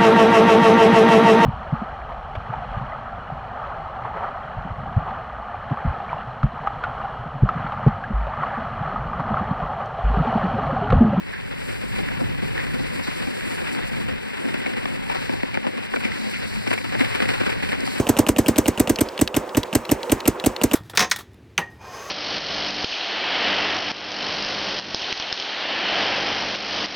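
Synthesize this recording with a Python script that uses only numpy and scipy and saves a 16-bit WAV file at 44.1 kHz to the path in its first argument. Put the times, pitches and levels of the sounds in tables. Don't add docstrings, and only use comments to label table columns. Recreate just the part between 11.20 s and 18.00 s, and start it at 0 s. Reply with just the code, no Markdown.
import sys
import numpy as np
from scipy import signal
from scipy.fft import rfft, irfft
from scipy.io import wavfile

SR = 44100
rng = np.random.default_rng(int(sys.argv[2]) if len(sys.argv) > 2 else 0)


def digitize_waveform(pressure):
    field = np.atleast_2d(pressure).T
    bounded = np.clip(field, -1, 1)
    quanta = np.round(bounded * 32767).astype(np.int16)
    wavfile.write(sys.argv[1], SR, quanta)


N = 299880
TIME = np.arange(N) / SR

# (time [s], crunch [dB], powder fizz [dB])
SNOW_LEVELS = [(0, -33.5, -52.5), (.25, -32.5, -50.5), (.49, -30, -43), (.62, -31.5, -45.5),
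               (.88, -27.5, -42.5), (1.1, -30, -48), (1.4, -29.5, -45), (1.9, -27.5, -41),
               (2.35, -29.5, -41), (2.72, -28.5, -44), (3.0, -29, -47.5), (3.4, -28, -46.5),
               (4.15, -29, -43.5), (4.33, -31.5, -52.5), (4.8, -29, -43), (5.35, -29.5, -41),
               (5.65, -32.5, -45), (5.95, -25.5, -39.5), (6.4, -29.5, -45), (6.8, -25, -39.5)]
# (frequency [Hz], level [dB])
CRUNCH_TONE = [(150, -21), (400, 5.5), (530, 4), (660, -1), (860, 2), (1270, -6.5), (1500, -2), (2000, -2),
               (2450, -1), (3000, -4.5), (4000, -13), (5000, -19), (6200, -27.5), (12000, -45.5)]
FIZZ_TONE = [(2000, -11.5), (4500, 7.5), (6300, -3), (7300, 1), (8400, 2.5), (9500, 1), (11500, -4),
             (15000, -11)]
# (pitch [Hz], width [Hz], level [dB])
FRAME_NOTES = [(114.7, 14, -5.5), (223.3, 23, -3.5), (256, 46, 1.5), (327, 30, -6), (514.4, 36.5, -4.5)]
LOOSE_PART_NOTES = [(1360, 340, -25.5), (1890, 190, -17), (2040, 150, -9)]


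def rolling():
    pressure_db = follow(SNOW_LEVELS, 1) + 1.5 * flutter(slow_hz=0.75, fast_hz=55)
    powder_db = follow(SNOW_LEVELS, 2) + 2 * flutter(slow_hz=2, fast_hz=23.8)
    crunch = colour(grains(per_s=9000, spread_db=2.5) * amp(pressure_db - 3.5), CRUNCH_TONE)
    fizz = colour(grains(per_s=20000, spread_db=-0.5) * amp(powder_db - 3.5), FIZZ_TONE)
    jolts = grains(per_s=2500, spread_db=1)
    sway_db = 3 * flutter(slow_hz=0.77, fast_hz=5.6)
    boom = ring(jolts * amp(pressure_db - 5 + sway_db), FRAME_NOTES)
    buzz = ring(grains(per_s=3000, spread_db=1) * amp(pressure_db - 16.5), LOOSE_PART_NOTES)
    return crunch + fizz + boom + buzz


# (time [s], crunch [dB], length [s], thud [dB])
BIG_CLUMPS = [(.497, -30, 0.014, -47), (.766, -28.5, 0.01, -34), (.792, -25, 0.0086, -22),
              (1.016, -33, 0.011, -20), (1.395, -31, 0.028, -38), (1.552, -28.5, 0.012, -32),
              (2.026, -25.5, 0.0071, -41), (2.322, -27, 0.018, -29), (2.396, -28, 0.023, -35),
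              (2.45, -29, 0.01, -29), (2.484, -26.5, 0.02, -40), (2.556, -29, 0.01, -30),
              (2.588, -28.5, 0.005, -21), (2.821, -28, 0.0098, -34), (2.89, -27.5, 0.0055, -22),
              (3.293, -28, 0.009, -43), (3.344, -22.5, 0.0037, -47), (3.469, -26.5, 0.0052, -22),
              (3.542, -30.5, .007, -36), (3.582, -27.5, 0.016, -29), (3.903, -24.5, 0.0078, -23),
              (3.922, -23.5, 0.0065, -31), (3.96, -24.5, 0.012, -29), (4.138, -29, 0.0039, -20.5),
              (4.348, -25, 0.0068, -28), (4.479, -29.5, 0.012, -23.5), (4.578, -26, 0.0052, -23.5),
              (4.762, -25, .0038, -37), (4.811, -28, 0.0078, -39), (4.845, -30, 0.027, -31),
              (5.476, -23.5, 0.01, -22), (5.508, -22.5, 0.0044, -23), (5.519, -25, 0.016, -27),
              (5.535, -18.5, 0.0072, -38), (5.582, -28, 0.0057, -31), (5.615, -32, .003, -36),
              (5.648, -23.5, 0.0067, -31), (5.696, -26, 0.0041, -29), (5.731, -24.5, 0.0093, -22.5),
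              (5.752, -28, 0.011, -23), (5.797, -22, 0.0083, -38), (5.815, -18, 0.011, -15),
              (5.853, -21, 0.0093, -36), (5.876, -29, 0.0031, -34), (5.95, -23, 0.0028, -29),
              (5.959, -19, 0.0055, -37), (6.006, -20.5, 0.0043, -21), (6.029, -19.5, 0.011, -24),
              (6.094, -17.5, 0.0084, -22), (6.111, -24.5, 0.0092, -22), (6.143, -21.5, 0.0074, -41),
              (6.183, -26, 0.008, -37), (6.216, -23, 0.016, -25), (6.257, -24, 0.0083, -36),
              (6.270, -20, 0.0091, -34), (6.301, -20, 0.0069, -26), (6.34, -26.5, 0.016, -32),
              (6.437, -22.5, 0.012, -28), (6.494, -23, 0.005, -30), (6.532, -23, 0.015, -25),
              (6.676, -33, 0.0035, -22)]
# (pitch [Hz], width [Hz], level [dB])
TYRE_NOTES = [(520, 170, 7), (700, 130, 11), (994, 67, -29)]


def clumps(tyre_db=-8, spray_db=-20.5):
    s, db, length, thud_db = np.vstack([BIG_CLUMPS, small_lumps()]).T
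    stick_slip = unit(amp(1.8 * flutter(slow_hz=100, fast_hz=260)))
    breaks = grains(per_s=6000, spread_db=3) * stick_slip * swells(s, db - 1, length, rise=0.45)
    crush = colour(breaks, CRUNCH_TONE)
    cloud = swells(s, db + spray_db, length * 0.98, rise=0.58)
    spray = colour(rng.standard_normal((2, N)) * cloud, FIZZ_TONE)
    jolts = grains(per_s=2800, spread_db=2.5) * stick_slip * swells(s, thud_db + 0.5, length, rise=0.45)
    thuds = ring(jolts, FRAME_NOTES) + amp(tyre_db) * ring(jolts, TYRE_NOTES)
    return crush + spray + crust_plates(s, db, length) + thuds


# (time [s], typical level [dB])
LUMP_LEVELS = [(0, -40.5), (1.7, -30), (2.6, -37), (4.7, -35), (5.1, -53), (5.65, -46), (6.1, -42),
               (6.8, -38)]


def small_lumps(spread_db=4, length_s=0.0061, thud_db=7, count=64):
    place, size, span = rng.random((count, 3)).T
    s = (np.arange(count) + place) / count * N / SR
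    db = np.interp(s, *np.transpose(LUMP_LEVELS)) + spread_db * (2 * size - 1)
    return np.transpose([s, db, length_s * (0.5 + span), db + thud_db])


def crust_plates(s, db, length, level_db=-11.5, low_hz=1350, high_hz=2450, width_hz=190, sizes=5):
    plate_size = rng.integers(0, sizes, len(s))
    breaks = grains(per_s=6000, spread_db=2.5)
    out = np.zeros((2, N))
    for size, hz in enumerate(np.geomspace(low_hz, high_hz, sizes)):
        chosen = plate_size == size
        bursts = swells(s[chosen], db[chosen] + level_db, length[chosen], rise=0.45)
        out += ring(breaks * bursts, [(hz, width_hz, 0)], size=1024)
    return out


# (time [s], level [dB], frame knock [dB], brightness [dB], tyre pitch [ratio])
CRUST_SNAPS = [(3.3423, -21, -22, 9, 0.9), (3.4627, -18, -29, 8.5, 1.3), (3.6564, -13.5, -24, 8, 1.6),
               (4.0946, -18, -19, 4, 1.3), (4.2328, -14.5, -18, 4, 1.34), (4.3436, -21, -27, 12, 1.05),
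               (4.351, -27, -31, 16, 1.2), (4.3733, -11.5, -20, -4, 1.21), (4.4675, -15, -19, -2, 1.4),
               (4.7376, -14.5, -28, -6, 1.43), (4.7412, -9.5, -38, -6, 0.68), (4.762, -20, -24, 13, 1.06),
               (4.769, -16.5, -27, 7, 0.91), (4.851, -28.5, -19, 27.5, 1.27),
               (5.4755, -19.5, -34, 11, 1.36), (5.5143, -10.5, -26, -3, 1.4), (5.536, -22, -38, 12, 1),
               (5.5779, -21, -33, 16, 1.6), (5.586, -29.5, -39, 23, 1.3), (5.6135, -26, -38, 9, 1.5),
               (5.7519, -14.5, -24, -4, 1.3), (5.8105, -12, -28, 5, 0.96), (5.8418, -25, -21, 9, 0.89),
               (5.949, -24, -28, 18, 1.4), (6.003, -22, -28, 11, 1.06), (6.022, -21, -20, 6, 1.3),
               (6.056, -26, -25, 17, 1.2), (6.09, -31, -32, 11, 1.2), (6.203, -30, -23, 8, 1.9),
               (6.213, -15, -22, 0, 0.84), (6.2712, -23, -20, 13, 0.47), (6.322, -27, -32, 21, 1.38),
               (6.4345, -35, -22, 12, 2), (6.522, -28, -37, 7, 1.6), (6.527, -29, -31, 2, 1.2),
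               (6.5405, -28, -30, 9, 1.3), (6.6763, -16, -39, -16, 1.7)]
# (pitch [Hz], width [Hz], level [dB])
CRUST_NOTES = [(2290, 140, 36), (2780, 170, -32)]


def snaps(step_s=0.00089, base_pop_hz=1150, pop_db=-2.5, crumble_db=-7, crumble_s=0.0031, crumbs=4):
    out, cracks, knocks = np.zeros((3, 2, N))
    chance = rng.random((len(CRUST_SNAPS), 2, crumbs))
    for (s, db, knock_db, bright_db, pitch), (delay, flip) in zip(CRUST_SNAPS, chance):
        tyre_gain, crust_gain, frame_gain = amp([db + 16, db + 5.5 + bright_db, knock_db + 27])
        crack, drop, bounce = (round((s + k * step_s / pitch) * SR) for k in (-1, 0, 1))
        cracks[0, crack] += crust_gain
        knocks[0, bounce] += frame_gain
        push = np.zeros((1, bounce - drop + 1))
        push[0, [0, -1]] = tyre_gain * np.array([0.7, -0.5])
        notes = [(hz * pitch, width * pitch, note_db) for hz, width, note_db in TYRE_NOTES]
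        boing = ring(push, notes, size=2048)
        pop_hz = base_pop_hz * pitch
        pop = ring(np.full((1, 1), tyre_gain * amp(pop_db)), [(pop_hz, pop_hz, 0)], size=2048)
        for sound in (boing[0, :N - drop], pop[0, :N - drop]):
            out[0, drop:drop + len(sound)] += sound
        crumbs_at = np.round((s + crumble_s * delay) * SR).astype(int)
        cracks[0, crumbs_at] += crust_gain * amp(crumble_db) * np.sign(flip - 0.5)
    return out + ring(cracks, CRUST_NOTES) + ring(knocks, FRAME_NOTES)


# (time [s], level [dB])
ICE_SPLINTERS = [(5.476, -11), (5.5075, -18), (5.5155, -16), (5.5365, -17), (5.9495, -14), (6.085, -15),
                 (6.094, -20), (6.302, -10), (6.4345, -25), (6.606, -9), (6.6555, -13), (6.6675, -10),
                 (6.679, -18)]
# (frequency [Hz], level [dB])
ICE_TONE = [(2000, -25), (4500, 11), (6400, -3), (8500, 6), (11500, -11), (15000, -17)]


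def splinters(scatter_s=0.0023, chips_db=-8, chips=4):
    clicks = np.zeros((2, N))
    chance = rng.random((len(ICE_SPLINTERS), 2, chips))
    for (s, db), (delay, flip) in zip(ICE_SPLINTERS, chance):
        chips_at = np.round((s + scatter_s * delay) * SR).astype(int)
        clicks[0, chips_at] += amp(db + chips_db) * np.sign(flip - 0.5)
        clicks[0, round(s * SR)] += amp(db)
    return colour(clicks, ICE_TONE)


# (time [s], level [dB], length [s], pitch [Hz])
FROZEN_RIDGES = [(3.9026, -17.5, 0.0024, 844), (3.924, -26, .005, 925), (3.958, -19.5, 0.0016, 797),
                 (3.962, -27, 0.0012, 877), (4.136, -27, 0.0048, 840), (4.296, -27, 0.0018, 958),
                 (4.45, -24, 0.0037, 856), (6.22, -35, .004, 903)]


def ridges():
    out = np.zeros((2, N))
    slip = 1 + 0.059 * flutter(slow_hz=60, fast_hz=300)
    for s, db, length, hz in FROZEN_RIDGES:
        creak = unit(np.sin(2 * np.pi * np.cumsum(hz * slip) / SR))
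        out[0] += creak * swells([s], [db], [length], rise=0.99)
    return out


# (time [s], level [dB], length [s])
GRIT_PATCHES = [(1.596, -43, 0.044), (1.848, -39, 0.045), (2.067, -46, 0.073), (4.015, -43, 0.2),
                (5.18, -42.5, 0.9), (6.666, -38.5, 0.059)]
# (pitch [Hz], width [Hz], level [dB])
GRIT_NOTES = [(4070, 790, 17), (4600, 490, 6), (8000, 720, -7.5)]


def sizzles():
    s, db, length = np.transpose(GRIT_PATCHES)
    return ring(grains(per_s=7400, spread_db=3) * swells(s, db, length, rise=0.16), GRIT_NOTES)


# (time [s], level [dB], length [s])
ICE_FLURRIES = [(0.487, -49, 0.041), (2.29, -46, 0.056), (3.28, -51.5, 0.15), (5.497, -47, .025),
                (5.536, -35.5, 0.0046), (5.798, -49.5, .016), (6.618, -50, .012), (6.668, -46, 0.013),
                (6.79, -42, .015)]
# (frequency [Hz], level [dB])
CRYSTAL_TONE = [(3000, -25), (6500, -2), (8500, 6), (11500, -2), (15000, -10)]


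def flurries():
    s, db, length = np.transpose(ICE_FLURRIES)
    return colour(grains(per_s=9000, spread_db=2) * swells(s, db, length, rise=0.35), CRYSTAL_TONE)


# (time [s], chatter [dB], length [s], pitch [ratio], tick [dB])
LOOSE_PART_SHAKES = [(0.1365, -26.5, 0.008, 0.87, -15), (0.166, -32, 0.0056, 0.9, -30),
                     (0.8874, -33, 0.0055, 0.79, -7.5), (1.361, -36, .004, .9, -16),
                     (1.3795, -28, 0.0074, 0.87, -6.5), (1.403, -27.5, 0.014, 1.02, -9),
                     (2.209, -34, .003, 0.98, -12), (4.743, -27, 0.0032, 0.78, -26),
                     (4.846, -19.5, 0.01, 1.11, -22), (4.9205, -20.5, 0.0044, 0.99, -11),
                     (5.144, -24.5, 0.016, 1.1, -9.5), (6.319, -25, 0.0035, 0.87, -14)]


def rattles(tick_hz=1820, tick_width_hz=1100):
    out, ticks = np.zeros((2, 2, N))
    chatter = grains(per_s=4200, spread_db=-10)[:1]
    for s, db, length, pitch, tick_db in LOOSE_PART_SHAKES:
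        notes = [(hz * pitch, width, note_db) for hz, width, note_db in LOOSE_PART_NOTES]
        out[:1] += ring(chatter * swells([s], [db], [length]), notes, size=1024)
        ticks[0, round(s * SR)] = amp(tick_db + 5.5)
    return out + ring(ticks, [(tick_hz, tick_width_hz, 0)], size=1024)


# (time [s], pitch [Hz], hum [dB], octave above [dB])
TREAD_HUM = [(0, 109, -65, -58), (.6, 110, -58, -45), (1.8, 109, -55, -50), (2.9, 109.5, -55, -43),
             (4.35, 109, -58, -49), (4.6, 109, -53, -38), (4.95, 108.7, -47, -35.5), (5.15, 109, -49, -39),
             (5.45, 109, -36, -38.5), (5.7, 109, -36.5, -47), (5.95, 108.5, -34.5, -48),
             (6.3, 108, -41, -50), (6.8, 107, -52, -50)]


def tread(waver_db=4, left_db=0.5, right_db=-1.5):
    speed = 1 + 0.007 * flutter(slow_hz=1.5, fast_hz=8)
    cycles = np.cumsum(follow(TREAD_HUM, 1) * speed) / SR
    hum = np.zeros(N)
    for harmonic in (1, 2):
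        db = follow(TREAD_HUM, harmonic + 1) + waver_db * flutter(slow_hz=3.7, fast_hz=14)
        hum += unit(np.sin(2 * np.pi * harmonic * cycles)) * amp(db)
    return np.outer([amp(left_db), -amp(right_db)], hum)


# (time [s], level [dB])
WIND_LEVELS = [(0, -37.5), (.5, -31), (1.05, -28), (1.35, -29), (1.6, -29), (2.05, -35), (2.55, -34),
               (2.9, -28), (3.04, -38.5), (3.7, -34), (4.15, -32.5), (4.5, -40.5), (5.1, -35.5),
               (5.3, -31.5), (5.55, -37), (5.95, -32.5), (6.45, -31), (6.8, -37.5)]
# (frequency [Hz], level [dB])
WIND_TONE = [(10, -48), (30, 0), (65, -5.5), (115, 1), (180, -0.5), (260, -14.5), (450, -22), (1500, -47)]


def wind():
    gusts = amp(follow(WIND_LEVELS, 1) + flutter(slow_hz=1.2, fast_hz=29.7))
    return colour(rng.standard_normal((2, N)) * gusts, WIND_TONE)


# (time [s], level [dB], length [s], pitch [Hz], port [0 left, 1 right])
AIR_PUFFS = [(0.949, -32, .012, 150, 0), (0.977, -27.5, 0.012, 131, 0), (1.031, -29.5, 0.016, 222, 1),
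             (1.051, -28.5, 0.015, 114, 0), (1.092, -29, 0.011, 139, 0), (1.247, -28, 0.0085, 120, 1),
             (1.59, -35.5, 0.034, 106, 0), (1.716, -34.5, 0.018, 190, 0), (1.751, -28.5, 0.0071, 232, 1),
             (2.927, -32, 0.02, 84, 0), (4.035, -41, 0.052, 128, 1), (5.272, -37, 0.023, 111, 0),
             (6.403, -37.5, 0.071, 73.5, 1)]


def puffs(width_hz=75):
    out = np.zeros((2, N))
    for s, db, length, hz, port in AIR_PUFFS:
        swirl = rng.standard_normal((1, N)) * swells([s], [db], [length])
        out[round(port)] += ring(swirl, [(hz, width_hz, 0)])[0]
    return out


# (frequency [Hz], share of the travel time
# [ratio], trail's left side over its right [dB], loss at the far port [dB], left port over right [dB])
PORT_PATHS = [(80, 0, -15, 6, -0.5), (322, 0, -25, -12.5, 0.93), (845, 0, -26.5, 18.5, 4),
              (1225, .5, -14.5, 15.5, 6.5), (1570, .9, -31, 29.5, -5.5), (2220, 1.1, 6.5, -4, 4),
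              (3240, 1, -8.5, 4.5, 2), (4120, 1, 13.5, -2.5, -2.5), (5530, 1, -25, 22.5, 4),
              (6550, 1, -2, 1, 0.5), (9030, 1, 28, 22.5, 0), (10700, 1, 4, 31, 1), (14700, 1, 0, 72, 4.5)]


def ports(sides, travel_s=0.000312):
    hz = np.fft.rfftfreq(N, 1 / SR)
    by_air, left_db, loss_db, lean_db = (across(PORT_PATHS, hz, column) for column in range(1, 5))
    left_gain, lean = amp(left_db), amp(lean_db)
    from_right, from_left = rfft(sides[0]), rfft(sides[1]) * left_gain
    far = amp(-loss_db) * np.exp(-2j * np.pi * hz * travel_s * by_air)
    twist = np.exp(1j * np.pi * np.clip(1 - 2 * by_air, 0, 1))
    left = (far * from_right + from_left) / np.hypot(abs(far), left_gain)
    right = (from_right + far * twist * from_left) / np.hypot(1, abs(far) * left_gain)
    pair = np.array([left * lean, -right])
    return irfft(pair * np.sqrt(2 / (1 + lean ** 2)), N)


def amp(db):
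    return 10 ** (np.asarray(db) / 20)


def unit(x):
    return x / np.sqrt(np.mean(x ** 2) + 1e-20)


def follow(table, column):
    table = np.array(table)
    return np.interp(TIME, table[:, 0], table[:, column])


def across(table, hz, column=1):
    table = np.array(table)
    return np.interp(np.log(hz + 1), np.log(table[:, 0] + 1), table[:, column])


def colour(x, tone, size=4096):
    hz = abs(np.fft.fftfreq(size, 1 / SR))
    log_gain = np.log(amp(across(tone, hz)))
    response = np.exp(np.conj(signal.hilbert(log_gain)))
    taps = np.fft.ifft(response).real[:size // 2]
    return signal.oaconvolve(x, taps[None] / np.linalg.norm(taps), axes=1)[:, :N]


def ring(x, notes, size=8192):
    t = np.arange(size) / SR
    taps = np.zeros(size)
    for hz, width, db in notes:
        note = amp(db) * width * np.exp(-np.pi * width * t) * np.cos(2 * np.pi * hz * t)
        within_octave = signal.butter(2, [hz / 2, hz * 2], "bandpass", fs=SR, output="sos")
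        taps += signal.sosfilt(within_octave, note)
    return signal.oaconvolve(x, taps[None] / np.linalg.norm(taps), axes=1)[:, :N]


def flutter(slow_hz, fast_hz):
    hz = np.fft.rfftfreq(N, 1 / SR)
    shape = hz / (hz + slow_hz) / np.sqrt(hz + slow_hz) / (1 + (hz / fast_hz) ** 4)
    return unit(irfft(rfft(rng.standard_normal(N)) * shape, N))


def grains(per_s, spread_db):
    size = amp(spread_db * np.minimum(rng.exponential(1, (2, N)), 4))
    sign = rng.choice([-1, 1], (2, N))
    happens = rng.random((2, N)) < per_s / SR
    return unit(size * sign * happens)


def swells(times, levels_db, lengths, rise=0.38):
    power = np.zeros(N)
    for s, db, length in zip(times, levels_db, lengths):
        near = slice(*np.searchsorted(TIME, [s - 2 * length, s + 6 * length]))
        age = (TIME[near] - s) / length + rise
        power[near] += amp(db) ** 2 * np.exp(np.where(age < 0, -(age / rise) ** 2, -age))
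    return np.sqrt(power)


def scene():
    snow = rolling() + sizzles() + flurries() + clumps() + snaps() + splinters() + ridges()
    sides = snow + rattles() + wind()
    return ports(sides) + tread() + puffs()


def record(dry, cutoff_hz=15550):
    taps = signal.firwin(801, cutoff_hz, window=("kaiser", 9), fs=SR)
    return signal.oaconvolve(dry, taps[None], "same", axes=1)


dry = scene()
out = record(dry)
digitize_waveform(out)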